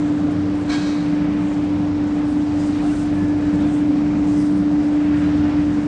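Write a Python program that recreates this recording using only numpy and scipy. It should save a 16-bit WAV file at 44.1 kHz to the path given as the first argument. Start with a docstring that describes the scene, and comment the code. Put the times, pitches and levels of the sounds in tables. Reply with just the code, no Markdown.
"""A hydraulic vane pump hums over the rumble and roar of motors and conveyors in a plywood mill hall.
The hum swells as the microphone moves through standing waves; shaken frames and panels drone around it.
Some way off a metal part is struck once, rattles and rings out in the hall.
Sheets slide along the conveyor, escaping air hisses in swells and rollers squeak faintly."""
import sys
import numpy as np
from scipy import signal
from scipy.fft import rfft, irfft, next_fast_len
from scipy.io import wavfile

SR = 44100
rng = np.random.default_rng(int(sys.argv[2]) if len(sys.argv) > 2 else 0)


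def generate_wav(sig):
    """Save sig (samples, or channels by samples) to the path in sys.argv[1] as 16-bit PCM at SR."""
    pcm = np.round(np.clip(np.atleast_2d(sig).T, -1, 1) * 32767).astype(np.int16)
    wavfile.write(sys.argv[1], SR, pcm)


N = 258867
TIME = np.arange(N) / SR

# pump hum at the microphone, moving through standing waves: t/s, level/dB
PUMP_LEVELS = [(0.0, -18.5), (0.06, -19), (0.52, -20), (0.65, -23), (0.69, -19.5), (0.98, -21), (1.09, -19),
               (1.52, -20.5), (2.58, -19), (2.81, -20.5), (2.89, -16), (2.96, -21.5), (3.04, -19),
               (5.13, -16), (5.2, -18), (5.25, -16.5), (5.8, -18.5), (5.87, -21.5)]
# single panels singing out for a while: start/s, length/s, f/Hz, level/dB
PANEL_TONES = [(0, 1.0, 96, -38), (1.55, .7, 96, -37), (2.45, 1.4, 95, -37), (4.55, 1.4, 95, -37),
               (0.98, .36, 169, -25), (1.1, .4, 192, -32), (0, .45, 175, -33), (3.9, .95, 192, -32),
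               (4.9, .3, 192, -35), (2.0, .35, 220, -31), (2.88, .25, 218, -31), (3.5, .75, 218, -34),
               (4.5, .45, 220, -32), (5.2, .5, 221, -36), (0, .4, 268, -33), (2.5, .3, 271, -33),
               (3.3, 1.3, 271, -33), (.6, .35, 252, -35), (3.35, .45, 60, -37), (5, .9, 75, -39)]
# frames and panels shaken by a second, slower motor: f/Hz, width/Hz, level/dB
SMALL_FRAME_MODES = [(48.5, 1.5, -45), (72.5, 4, -46), (96, 5, -46), (122, 4, -47), (215, 4, -44),
                     (222, 4, -44), (270, 5, -40), (281, 4, -40), (592, 8, -50), (715, 30, -48),
                     (887, 6, -53)]
# resonances of the big frame: f/Hz, width/Hz, share/dB
BIG_FRAME_MODES = [(170, 5, -5), (180, 8, -6), (194, 5, -4)]
# the big frame drones louder: start/s, length/s, rise/dB
BIG_FRAME_SWELLS = [(3.1, 0.56, 4.5), (5.0, 0.72, 1)]
# floor rumble: f/Hz, relative density/dB
RUMBLE_SPECTRUM = [(28, -45), (45, -24.5), (60, -13.5), (100, -12), (130, -9), (150, -9.5), (165, -5.5),
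                   (190, -7), (206, -10.5), (220, -8.5), (237, -10.5), (268, -6), (290, -8.5), (320, -22.5),
                   (420, -40)]
# the rumble swells, as if under a passing load: start/s, length/s, rise/dB
RUMBLE_SWELLS = [(3.15, 0.59, 1.5), (4.15, 0.18, 5.5), (5.35, 0.64, 2.5)]
# noise of the drives: f/Hz, relative density/dB
DRIVE_SPECTRUM = [(230, -22), (310, 0), (400, -4), (550, -5.5), (720, -8), (900, -12.5), (1200, -17),
                  (2000, -34.5)]
# conveyor roar: f/Hz, relative density/dB
ROAR_SPECTRUM = [(600, -21.5), (1000, -5.5), (1500, -4.5), (2400, -9.5), (2900, -14), (4000, -22.5)]
# brighter scrape of the sheets: f/Hz, relative density/dB
SCRAPE_SPECTRUM = [(1800, -20.5), (2800, -6.5), (3800, -5.5), (4800, -7), (6000, -11.5), (8000, -22)]
# sheets sliding along the conveyor: start/s, length/s, roar rise/dB, scrape rise/dB
SHEET_SLIDES = [(1.0, 0.65, 2.5, -0.2), (2.55, 0.46, 1, 4.5), (3.5, 0.46, 2, 0.5), (4.95, 0.71, 3.5, 0.6),
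                (5.3, 0.21, 0, 3.5)]
# air hiss: f/Hz, relative density/dB
AIR_SPECTRUM = [(3500, -25), (5200, -10.5), (7500, -8.5), (8800, -12), (10000, -22.5), (11000, -21.5),
                (12000, -44.5)]
# air escaping: start/s, length/s, rise/dB
AIR_PUFFS = [(2.57, 0.24, 6.5), (2.83, 0.22, 9), (3.5, 0.32, 2.0), (4.25, 0.23, 6), (5.55, 0.33, 0)]
# the blow and two lighter, brighter rebounds: t/s at full force, force/dB, bass loss/(dB per octave)
BLOW_CONTACTS = [(0.702, -1, 0), (.785, -6.5, 3.5), (.857, -7, 4)]
# modes of the struck metal part: f/Hz, share/dB, t60/s
METAL_MODES = [(960, -7, .15), (1230, -11, .15), (1448, -9, .12), (1534, -6, .15), (1631, 3, .065),
               (1873, -7, .22), (2160, -12, .2), (2261, 0, .21), (2449, -10, .3), (2543, -7, .28),
               (3106, -12, .3), (3190, -9, .12), (3264, -6, .24), (3440, -11, .3), (3779, -6, .4),
               (3890, -9, .45), (4018, -7, .35), (4250, -7, .3), (4464, -13, .3), (4689, -12, .35),
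               (4915, -15, .3), (5300, -13, .25), (5403, -13, .25), (5650, -14, .12), (5905, -13, .15),
               (6121, -15, .2), (7375, -20, .15), (7860, -21, .15), (8048, -20, .15)]
# broad crash of the blow: f/Hz, relative density/dB
CRASH_SPECTRUM = [(700, 3), (1500, -4.5), (2200, -10.5), (2800, -15), (3300, -13), (3550, -11), (4000, -1),
                  (5200, -12.5), (6500, -13), (8500, -19.5), (10500, -35.5)]
# roller squeaks and knocks: start/s, length/s, start f/Hz, end f/Hz, scatter/Hz, level/dB
ROLLER_SQUEAKS = [(2.59, .08, 4930, 4960, 150, -53), (2.78, .035, 2380, 2400, 130, -46),
                  (2.875, .045, 2770, 2770, 80, -48), (2.82, .04, 1300, 1250, 90, -44),
                  (2.92, .03, 1450, 1450, 90, -46), (3.0, .06, 1540, 1540, 35, -50),
                  (3.05, .1, 1720, 1730, 30, -54), (3.155, .21, 1735, 1705, 12, -46.5),
                  (3.41, .09, 1720, 1735, 20, -47), (3.49, .13, 1735, 1715, 30, -51),
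                  (1.36, .1, 860, 895, 15, -43), (2.735, .04, 1250, 1220, 60, -45),
                  (2.81, .09, 740, 720, 50, -37), (2.99, .07, 720, 720, 40, -41),
                  (3.6, .06, 1330, 1620, 80, -46), (3.685, .03, 1550, 1550, 90, -45),
                  (3.62, .13, 720, 700, 30, -42), (3.65, .03, 2420, 2420, 60, -50),
                  (3.42, .08, 3890, 3890, 30, -60), (3.58, .14, 3600, 3600, 330, -52),
                  (4.36, .08, 2040, 2015, 20, -51), (5.23, .06, 3930, 3930, 40, -56),
                  (5.42, .08, 2830, 2830, 40, -53)]


def from_db(db):
    """Decibels to gain."""
    return 10 ** (np.asarray(db) / 20)


def rms_one(x):
    """Scale to rms 1."""
    return x / np.sqrt(np.mean(x ** 2) + 1e-20)


def drift(corner_hz):
    """Random wander of rms about 1: noise twice through a one-pole low-pass."""
    step, run_in = 40, 2000
    pole = np.exp(-2 * np.pi * corner_hz * step / SR)
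    noise = rng.standard_normal(N // step + run_in + 2)
    slow = signal.lfilter([1], [1, -2 * pole, pole * pole], noise)[run_in:]
    return np.interp(np.arange(N) / step, np.arange(len(slow)), rms_one(slow))


def coloured(spectrum, flicker_db):
    """Noise of a given spectrum, rms 1; bands half an octave apart flicker, partly together."""
    size = next_fast_len(N)
    octave = np.log2(np.arange(size // 2 + 1) * SR / size + 1e-9)
    hz, db = np.transpose(spectrum)
    shape = from_db(np.interp(octave, np.log2(hz), db, left=-90, right=-90))
    bins = rfft(rng.standard_normal(size)) * shape
    out, together = 0, drift(28)
    for centre in np.arange(np.log2(hz[0]), np.log2(hz[-1]) + .5, .5):
        band = irfft(bins * np.clip(1 - 2 * abs(octave - centre), 0, 1), size)[:N]
        out += band * from_db(flicker_db * (0.61 * together + drift(2.6)))
    return rms_one(out)


def swells(rows, edge_s):
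    """One curve in dB for each rise column; smooth ramps are centred on every start and end."""
    start, length, *rises = np.transpose(rows)[:, :, None]
    ramp = np.clip(np.minimum(TIME - start, start + length - TIME) / edge_s + .5, 0, 1)
    return [np.sum(rise * np.sin(np.pi * ramp / 2) ** 2, axis=0) for rise in rises]


def ring(force, hz, t60):
    """One mode; a unit click sets a sine of height 1 ringing."""
    r, w = from_db(-60 / (t60 * SR)), 2 * np.pi * hz / SR
    return signal.lfilter([0, np.sin(w)], [1, -2 * r * np.cos(w), r * r], force + 1e-18)


def pump(vane_hz=295.86):
    """A clean vane tone: twelve vanes on a shaft turning about 25 times a second."""
    level_db = np.interp(TIME, *np.transpose(PUMP_LEVELS)) + 0.45 * drift(10) + 0.52 * drift(31)
    return np.sqrt(2) * from_db(level_db) * np.sin(2 * np.pi * vane_hz * TIME + 0.26 * drift(0.37))


def panels():
    """Single panels sing out: low tones that waver under a smooth swell."""
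    out = np.zeros(N)
    for start, length, hz, level_db in PANEL_TONES:
        progress = np.clip((TIME - start) / length, 0, 1)
        swell = np.sqrt(2 * np.sin(np.pi * progress) + 1e-12)
        gain = from_db(level_db + 2.9 * drift(1.8)) * swell
        out += gain * np.sin(2 * np.pi * hz * TIME + 0.52 * drift(2.5))
    return out


def drone(hz, width_hz, level_db):
    """A shaken frame or panel: noise twice through its resonance, already sounding at the start."""
    t60 = np.log(1000) / (np.pi * width_hz)
    shaking = rng.standard_normal(N + SR)
    return from_db(level_db) * rms_one(ring(ring(shaking, hz, t60), hz, t60)[SR:])


def frames():
    """Motor-shaken frames drone unsteadily; the three modes of the big one swell together."""
    rise_db, = swells(BIG_FRAME_SWELLS, edge_s=0.23)
    small = sum(drone(*mode) for mode in SMALL_FRAME_MODES)
    big = sum(drone(*mode) for mode in BIG_FRAME_MODES)
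    return small + from_db(-35 + rise_db) * big


def motors():
    """The drives run steadily over a floor rumble that swells now and then."""
    rise_db, = swells(RUMBLE_SWELLS, edge_s=0.55)
    rumble = from_db(-28.5 + rise_db) * coloured(RUMBLE_SPECTRUM, flicker_db=0.5)
    drives = from_db(-33.5) * coloured(DRIVE_SPECTRUM, flicker_db=0.9)
    return rumble + drives


def conveyor():
    """The conveyor roars and scrapes throughout, louder as sheets slide along it."""
    roar_rise_db, scrape_rise_db = swells(SHEET_SLIDES, edge_s=0.5)
    roar = from_db(-42.5 + roar_rise_db) * coloured(ROAR_SPECTRUM, flicker_db=1.1)
    scrape = from_db(-51 + scrape_rise_db) * coloured(SCRAPE_SPECTRUM, flicker_db=0.74)
    return roar + scrape


def air():
    """A thin hiss that swells with each puff of escaping air."""
    rise_db, = swells(AIR_PUFFS, edge_s=0.099)
    return from_db(-57.5 + rise_db) * coloured(AIR_SPECTRUM, flicker_db=2.5)


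def rattle(hz, bright_hz=3800, rise_db_per_s=452, hold_s=0.037, fall_db_per_s=297):
    """Force in dB of the strongest contact at one pitch; the rebounds weaken below bright_hz."""
    peak_s, force_db, loss_db = np.transpose(BLOW_CONTACTS)[:, :, None]
    octaves_below = max(np.log2(bright_hz / hz), 0)
    below_peak_db = np.maximum(rise_db_per_s * (peak_s - TIME), fall_db_per_s * (TIME - peak_s - hold_s))
    return np.max(force_db - loss_db * octaves_below - np.clip(below_peak_db, 0, 120), axis=0)


def hall(x, wet_db, t60=1.22):
    """The direct sound plus the hall's diffuse tail of dying white noise."""
    t = np.arange(2 * SR) / SR
    tail = rng.standard_normal(len(t)) * from_db(-60 * t / t60)
    tail /= np.sqrt(np.sum(tail ** 2))
    return x + from_db(wet_db) * signal.fftconvolve(x, tail)[:len(x)]


def metal_blow(growth=1.3, heard_s=2.5):
    """Metal struck some way off: dense contacts, carried by the hall, drive its modes and a crash."""
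    n = int(heard_s * SR)
    grip_db = drift(80)
    ringing = np.zeros(N)
    for hz, share_db, t60 in METAL_MODES:
        strength = from_db(growth * (rattle(hz) + grip_db))   # sound grows faster than force
        contacts = strength[:n] * rng.standard_normal(n)
        wet_db = -6 + np.log2(.5 / t60)   # 1 dB more hall for each halving of t60
        ringing[:n] += from_db(share_db) * rms_one(ring(hall(contacts, wet_db), hz, t60))
    crash_db = -33 + growth * (rattle(hz=3800) + grip_db)
    crash = from_db(crash_db) * coloured(CRASH_SPECTRUM, flicker_db=1.8)
    return from_db(-52.5) * ringing + hall(crash, wet_db=0.5)


def rollers(flutter_db=1.3, edge_share=.15):
    """Faint stick-slip squeaks that glide, scatter in pitch and flutter with the uneven grip."""
    out = np.zeros(N)
    for start, length, start_hz, end_hz, scatter_hz, level_db in ROLLER_SQUEAKS:
        progress = np.clip((TIME - start) / length, 0, 1)
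        hz = start_hz + (end_hz - start_hz) * progress + scatter_hz * drift(120)
        swell = np.clip(np.minimum(progress, 1 - progress) / edge_share, 0, 1)
        gain = from_db(level_db + flutter_db * drift(30)) * swell
        out += gain * np.sqrt(2) * np.sin(2 * np.pi * np.cumsum(hz) / SR)
    return out


def scene():
    """The whole mill hall at one microphone."""
    return (pump() + panels() + frames() + motors() + conveyor() + air() + metal_blow() + rollers())[None]


def record(dry):
    """The microphone signal is cut steeply, 70 dB down at 12.1 kHz; the last half millisecond fades."""
    low_pass = signal.cheby2(12, 70, 12100, fs=SR, output="sos")
    fade = np.clip((N - np.arange(N)) / (.0005 * SR), 0, 1)
    return fade * signal.sosfilt(low_pass, dry)


dry = scene()
out = record(dry)
generate_wav(out)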